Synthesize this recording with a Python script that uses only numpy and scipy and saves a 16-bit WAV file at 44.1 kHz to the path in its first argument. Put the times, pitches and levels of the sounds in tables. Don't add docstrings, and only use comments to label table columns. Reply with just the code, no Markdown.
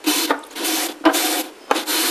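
import sys
import numpy as np
from scipy import signal
from scipy.fft import rfft, irfft, next_fast_len
from scipy.io import wavfile
from scipy.ndimage import uniform_filter1d, map_coordinates

SR = 44100
rng = np.random.default_rng(int(sys.argv[2]) if len(sys.argv) > 2 else 0)


def field_ratio(decibels):
    return 10 ** (np.asarray(decibels, dtype=float) / 20)


def bounce(signal):
    frames = np.transpose(np.atleast_2d(signal))
    limited = np.clip(frames, -1, 1)
    pcm = np.round(limited * 32767).astype(np.int16)
    wavfile.write(sys.argv[1], SR, pcm)


N = 92874

# (frequency [Hz], density [dB per Hz])
SHOP_AIR = [(18, -54), (30, -24), (144, -1.5), (304, -5.5), (3070, -15.5), (4070, -19.5), (4630, -19.5),
            (12300, -27.5), (14000, -55)]
SHOP_AIR_DB = -44.5
# (frequency [Hz], density [dB per Hz])
RUMBLE = [(20, 0), (60, -9.5), (100, -12), (200, -9), (300, -44)]
RUMBLE_DB = -68
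# (time [s], rise [s], length [s], level [dB], sag [dB per s])
CUTS = [
    (0.056, 0.03, 0.2, -19.5, 24.5),
    (0.627, 0.029, 0.24, -20, 14.5),
    (1.12, 0.037, 0.29, -19, 14.5),
    (1.849, 0.056, 0.41, -20.5, -4.5),
]
# (time [s], rise [s], length [s], level [dB], sag [dB per s])
DRAGS = [(0.0395, .002, 0.011, -34, 200), (0.049, 0.026, 0.024, -30, 0), (0.2673, .01, 0.045, -32, 30),
         (0.494, 0.022, 0.044, -42.5, 19), (0.5494, 0.016, 0.087, -30, -14),
         (.883, 0.0064, 0.041, -31.5, 152), (1.738, 0.028, 0.099, -24, 146),
         (1.432, 0.0069, 0.064, -36.5, 150), (1.05, 0.0085, 0.062, -39, 100),
         (1.715, 0.0037, 0.029, -37, 10), (1.9, 0.044, 0.048, -49, 5), (1.1, 0.021, 0.025, -39, 5)]
CUT_LIFT_S, DRAG_LIFT_S = 0.0085, 0.0074
# (frequency [Hz], density [dB per Hz])
TEAR = [(200, -26.5), (300, -26), (450, -36), (1250, -18), (2000, -17), (3600, -18), (6500, -18.5),
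        (13500, -18)]
# (frequency [Hz], density [dB per Hz])
RUB = [(120, -44), (200, -6.5), (312, -7.5), (541, -19), (3630, -11.5), (5460, -21), (12600, -22),
       (14000, -30)]
# (frequency [Hz], width [Hz], level [dB])
PANEL_MODES = [(310.8, 22.2, -1.5), (523, 33, -10), (736.7, 45, -6), (966, 70, -5), (1480, 81, -8)]
# (frequency [Hz], width [Hz], level [dB])
BLADE_MODES = [(2288, 63, -15.5), (2600, 60, -15), (3025, 73, -14), (3593, 146, -10), (4162, 116, -8.5),
               (4776, 100, -13.5), (5900, 230, -17)]
# a row where it starts, a row where it ends (level [dB] a mode)
CUT_SHAKE = [
    [(1, -13, -5.5, 5.5, -3), (1.5, -7.5, -8, -5.5, -1)],
    [(-1.5, -10.5, -7.5, -4.5, -5), (-2.6, 5, -0.5, -8.5, -6)],
    [(-0.28, -2, 0.9, -8, -7), (-2.4, -3, 4.3, -7, -10)],
    [(-4.5, -5, -3.5, -0.5, -3.5), (3, -8.5, -8, -6.5, -5)],
]
CUT_FLEX = [
    (-0.13, 2.5, 4.5, 2.8, 4.5, 2, 3),
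    (1, -2, 2, -1.4, -2.5, -1, -1),
    (-1, -2.5, -4, 0.64, -3, -2, -6),
    (0.11, -1, -1, 0, 0.5, 1, -9),
]
CUT_PANEL_DB, CUT_BLADE_DB = -6, -6.5
DRAG_SHAKE = [-0.5, -5.5, -8.5, -3, -3]
DRAG_BLADE_DB = -8
DRIFT_DB, PATCH_DB = 1.5, 1.5
GRAIN_DB, FLUTTER_DB = 1, 0.58
# (time [s], peak level [dB], contact [ms], rattle [s])
BLOWS = [
    [(.293, -21, 0.32, .004), (.2985, -14, .12, 0.003), (.3015, -13, 0.33, .002), (.3052, -6, 0.36, 0.002),
     (.3075, -3.5, 0.17, 0.0018), (.3115, -8.5, 0.26, 0.0024), (.3165, -15.5, 0.5, 0.004),
     (.3205, -17.5, .3, .004), (.327, -19, 0.34, .004), (.341, -15.5, 0.47, 0.0087), (.348, -20, .4, .008)],
    [(1.04, -19.5, 0.55, 0.01), (1.0522, -9.5, 0.087, 0.003), (1.055, -10.5, 0.11, .003),
     (1.0581, -6, 0.26, 0.003), (1.0612, -6.5, 0.36, .003), (1.0645, -11.5, 0.48, 0.0037),
     (1.0705, -9, 0.28, .004), (1.081, -10, 0.74, 0.005), (1.088, -8, 0.59, .004),
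     (1.0945, -11.5, 0.3, .004), (1.0985, -17, .3, .005)],
    [(1.681, -30, 0.36, 0.01), (1.688, -32, .36, .006), (1.696, -25, 0.31, 0.006), (1.704, -17, .2, .005),
     (1.7115, 0, 0.085, .001), (1.7138, -8, 0.15, 0.00093), (1.7162, -9, 0.49, .002),
     (1.752, -15, 0.48, 0.009)],
    [(.0625, -27, 2.8, .003), (.0685, -16, 3.3, 0.003), (.075, -20.5, 3.3, .003), (1.008, -27, 1.5, 0.01)],
]
# (frequency [Hz], level [dB], t60 [s])
SPOT_MODES = [
    [(293.4, -6, 0.11), (556, -8.5, 0.04), (697, -8, 0.076), (903, -0.5, 0.052), (1248, 1, 0.032),
     (1475, 3.5, 0.023), (1807, -6, 0.06), (3100, -16, .02), (3660, -6, 0.022), (4670, -20, .02)],
    [(320, 2, 0.14), (542, -1, 0.063), (650.5, -5.5, 0.2), (765, 0, 0.069), (988, 1, 0.077),
     (1190, -6, .04), (1316, -4, 0.061), (1640, -16, .08), (1890, -10, .04), (2330, -5, .04),
     (3000, 0, 0.039), (4150, -11, .015)],
    [(297, -1.5, 0.055), (538, -4, 0.059), (867, 3, 0.023), (1127, 6, 0.042), (1340, -5, 0.028),
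     (1610, -14, 0.033), (2270, -6.5, 0.028), (2500, -5.5, .02), (3050, -8, 0.025), (3650, -7, 0.019),
     (4220, -7, 0.015), (4760, -13, 0.018), (5820, -15.5, 0.012)],
    [(304, 3, 0.059), (494, -19, 0.041)],
]
# (frequency [Hz], level [dB], t60 [s])
DENSE_MODES = [(254, -18, 0.11), (600, 1, 0.14), (1390, 5, 0.068), (1890, -3, 0.077), (2300, -4, 0.057),
               (4800, -11.5, 0.035), (7000, -29, 0.027), (13000, -22, 0.018)]
DENSE_DB = [-5, -1, -6, -40]
RATTLE_DB = -4.5
# (time [s], peak level [dB], frequency [Hz], width [Hz], length [s])
TICKS = [(0.389, -36.5, 8100, 2500, 0.0066), (0.431, -32.5, 3680, 500, 0.013),
         (0.438, -36, 9050, 2000, 0.0047), (0.449, -39, 10800, 3000, 0.0043),
         (0.463, -40, 10400, 4000, 0.013), (0.502, -40.5, 4170, 500, .006),
         (0.508, -39.5, 6600, 600, 0.013), (0.53, -40, 12000, 4000, .003)]
# (time [s], peak level [dB], frequency [Hz], width [Hz], length [s])
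SINGING = [
    (1.59, -50, 3120, 54, .11),
    (1.562, -50.5, 5100, 150, 0.17),
]
# (frequency [Hz], level [dB], t60 [s])
SHOP_ECHO = [(300, 0, 0.48), (1000, 0, 0.51), (3000, 0, 0.22), (10000, 0, 0.26)]
SHOP_ECHO_DB = -12.5
# (frequency [Hz], side over mid [dB])
WIDTH = [(60, -27), (250, -54), (1000, -42), (2000, -33), (4200, -20), (7700, -17.5), (11000, -6.5),
         (14000, 0.5)]
# (frequency [Hz], left over right [dB])
LEAN = [(5000, 0), (8000, -0.8), (12000, 1.2)]
TURNED = 0.4
BASS_CUT_HZ, TOP_HZ, EDGE_HZ = 286.7, 13620, 60


def unit(x):
    return x / np.sqrt(np.mean(x ** 2) + 1e-20)


def along(points, hz):
    f, v = np.transpose(points)
    return np.interp(np.log(hz + 1), np.log(f + 1), v)


def wobble(rate):
    knots = rng.standard_normal(int(N * rate / SR) + 4)
    return map_coordinates(knots, [np.arange(N) * rate / SR])


def filtered(x, response):
    m = next_fast_len(N + SR // 2)
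    return irfft(rfft(x, m) * response(np.fft.rfftfreq(m, 1 / SR)), m)[..., :N]


def shaped(x, points):
    return filtered(x, lambda hz: field_ratio(along(points, hz)))


def peak(centre_hz, width_hz):
    return lambda f: 1j * f * width_hz / (centre_hz ** 2 - f * f + 1j * f * width_hz)


def dying(rows):
    rows = np.array(rows)
    hz, t, z = signal.stft(rng.standard_normal(SR // 2), SR, nperseg=256)
    db = along(rows[:, [0, 1]], hz)[:, None]
    t60 = along(rows[:, [0, 2]], hz)[:, None]
    h = signal.istft(z * field_ratio(db - 60 * t / t60), SR, nperseg=256)[1][:SR // 2]
    return h / np.linalg.norm(h)


def shop_air():
    return field_ratio(SHOP_AIR_DB) * unit(shaped(rng.standard_normal(N), SHOP_AIR))


def circuit_rumble():
    return field_ratio(RUMBLE_DB + 1.7 * wobble(11.4)) * unit(shaped(rng.standard_normal(N), RUMBLE))


def stroke(start, rise, length, db, sag_db, lift):
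    t = np.arange(N) / SR - start
    bite = np.sin(np.pi / 2 * np.clip(t / rise, 0, 1)) ** 2
    hold = field_ratio(db - sag_db * np.clip(t - rise, 0, 1))
    return bite * hold * np.exp(-np.clip(t - length, 0, 1) / lift)


def fibres():
    unevenness_db = GRAIN_DB * wobble(900) + FLUTTER_DB * wobble(39.96)
    return unit(rng.standard_normal(N) * field_ratio(unevenness_db))


def patchy(x):
    z = signal.stft(x, nperseg=256)[2]
    field = uniform_filter1d(rng.standard_normal(z.shape), size=5, axis=0)
    field = uniform_filter1d(field, size=12, axis=1)
    return unit(signal.istft(z * field_ratio(PATCH_DB * unit(field)), nperseg=256)[1][:N])


def body(modes):
    rows = []
    for hz, width, db in modes:
        ringing = unit(filtered(fibres(), peak(hz, width)))
        rows.append(field_ratio(db + DRIFT_DB * wobble(8.87)) * ringing)
    rows = np.array(rows)
    return rows / np.std(rows.sum(axis=0))


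def scraping():
    panel, blade = body(PANEL_MODES), body(BLADE_MODES)
    tear = patchy(shaped(fibres(), TEAR))
    rub = patchy(shaped(fibres(), RUB))
    cuts = 0
    for row, (first_db, last_db), steel_db in zip(CUTS, np.array(CUT_SHAKE), CUT_FLEX):
        start, length = row[0], row[2]
        travel = np.clip((np.arange(N) / SR - start) / length, 0, 1)
        shake_db = first_db[:, None] + (last_db - first_db)[:, None] * travel
        wood = (field_ratio(CUT_PANEL_DB + shake_db) * panel).sum(axis=0)
        steel = field_ratio(CUT_BLADE_DB + np.array(steel_db)) @ blade
        cuts = cuts + stroke(*row, CUT_LIFT_S) * (tear + wood + steel)
    drag = sum(stroke(*row, DRAG_LIFT_S) for row in DRAGS)
    light = rub + field_ratio(np.array(DRAG_SHAKE)) @ panel + field_ratio(DRAG_BLADE_DB) * blade.sum(axis=0)
    return cuts + drag * light


def shop_echo(x):
    return field_ratio(SHOP_ECHO_DB) * signal.fftconvolve(x, dying(SHOP_ECHO))[:N]


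def knocks():
    out = np.zeros(N + SR)
    t = np.arange(SR // 2) / SR
    for blows, modes, dense_db in zip(BLOWS, SPOT_MODES, DENSE_DB):
        ring = sum(field_ratio(db - 60 * t / t60) * np.sin(2 * np.pi * hz * t) for hz, db, t60 in modes)
        ring = ring / np.linalg.norm(ring)
        for s, db, contact_ms, rattle in blows:
            wood = ring + field_ratio(dense_db) * dying(DENSE_MODES)
            chatter = np.gradient(rng.standard_normal(len(t))) * np.exp(-t / rattle)
            chatter *= field_ratio(RATTLE_DB) / np.sqrt(rattle * SR / 20)
            chatter[0] += 1
            push = t * np.exp(-t / (contact_ms * 0.00014))
            force = signal.fftconvolve(chatter, push)[:len(t)]
            hit = signal.fftconvolve(force, wood)[:len(t)]
            out[round(s * SR):][:len(t)] += field_ratio(db) * hit / np.abs(hit).max()
    return out[:N]


def narrow_swells(events):
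    t = np.arange(N) / SR
    out = 0
    for s, db, hz, width, length in events:
        swell = np.sin(np.pi * np.clip((t - s) / length, 0, 1))
        band = filtered(rng.standard_normal(N), lambda f: peak(hz, width)(f) ** 2)
        out = out + field_ratio(db - 3.5) * swell * unit(band)
    return out


def ticks():
    return narrow_swells(TICKS)


def blade_singing():
    return narrow_swells(SINGING)


def stray(x):
    z = signal.stft(x, nperseg=256)[2]
    turns = np.exp(2j * np.pi * rng.random(z.shape))
    y = signal.istft(np.abs(z) * turns, nperseg=256)[1][:N]
    return unit(y) * np.std(x)


def two_ports(mid):
    earlier = filtered(mid, lambda hz: 1j + 0 * hz)
    side = np.sqrt(TURNED) * earlier + np.sqrt(1 - TURNED) * stray(mid)
    side = shaped(side, WIDTH)
    halves = np.array([[.5], [-.5]])
    return filtered(np.array([mid + side, mid - side]), lambda hz: field_ratio(along(LEAN, hz) * halves))


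def scene():
    work = scraping() + knocks() + ticks() + blade_singing()
    return two_ports(work + shop_echo(work) + shop_air())


def low_pass(x):
    return signal.sosfilt(signal.butter(12, 14740, fs=SR, output="sos"), x)


def record(dry):
    def band(f):
        s = 1j * f / BASS_CUT_HZ
        bass_cut = (s ** 2 / (s ** 2 + .9 * s + 1)) ** 3
        return bass_cut * np.clip((TOP_HZ - f) / EDGE_HZ / 2 + .5, 0, 1) ** 2

    x = filtered(dry, band) + circuit_rumble()
    mix = x / (1 + np.abs(x) ** 6) ** (1 / 6)
    return low_pass(mix)


dry = scene()
out = record(dry)
bounce(out)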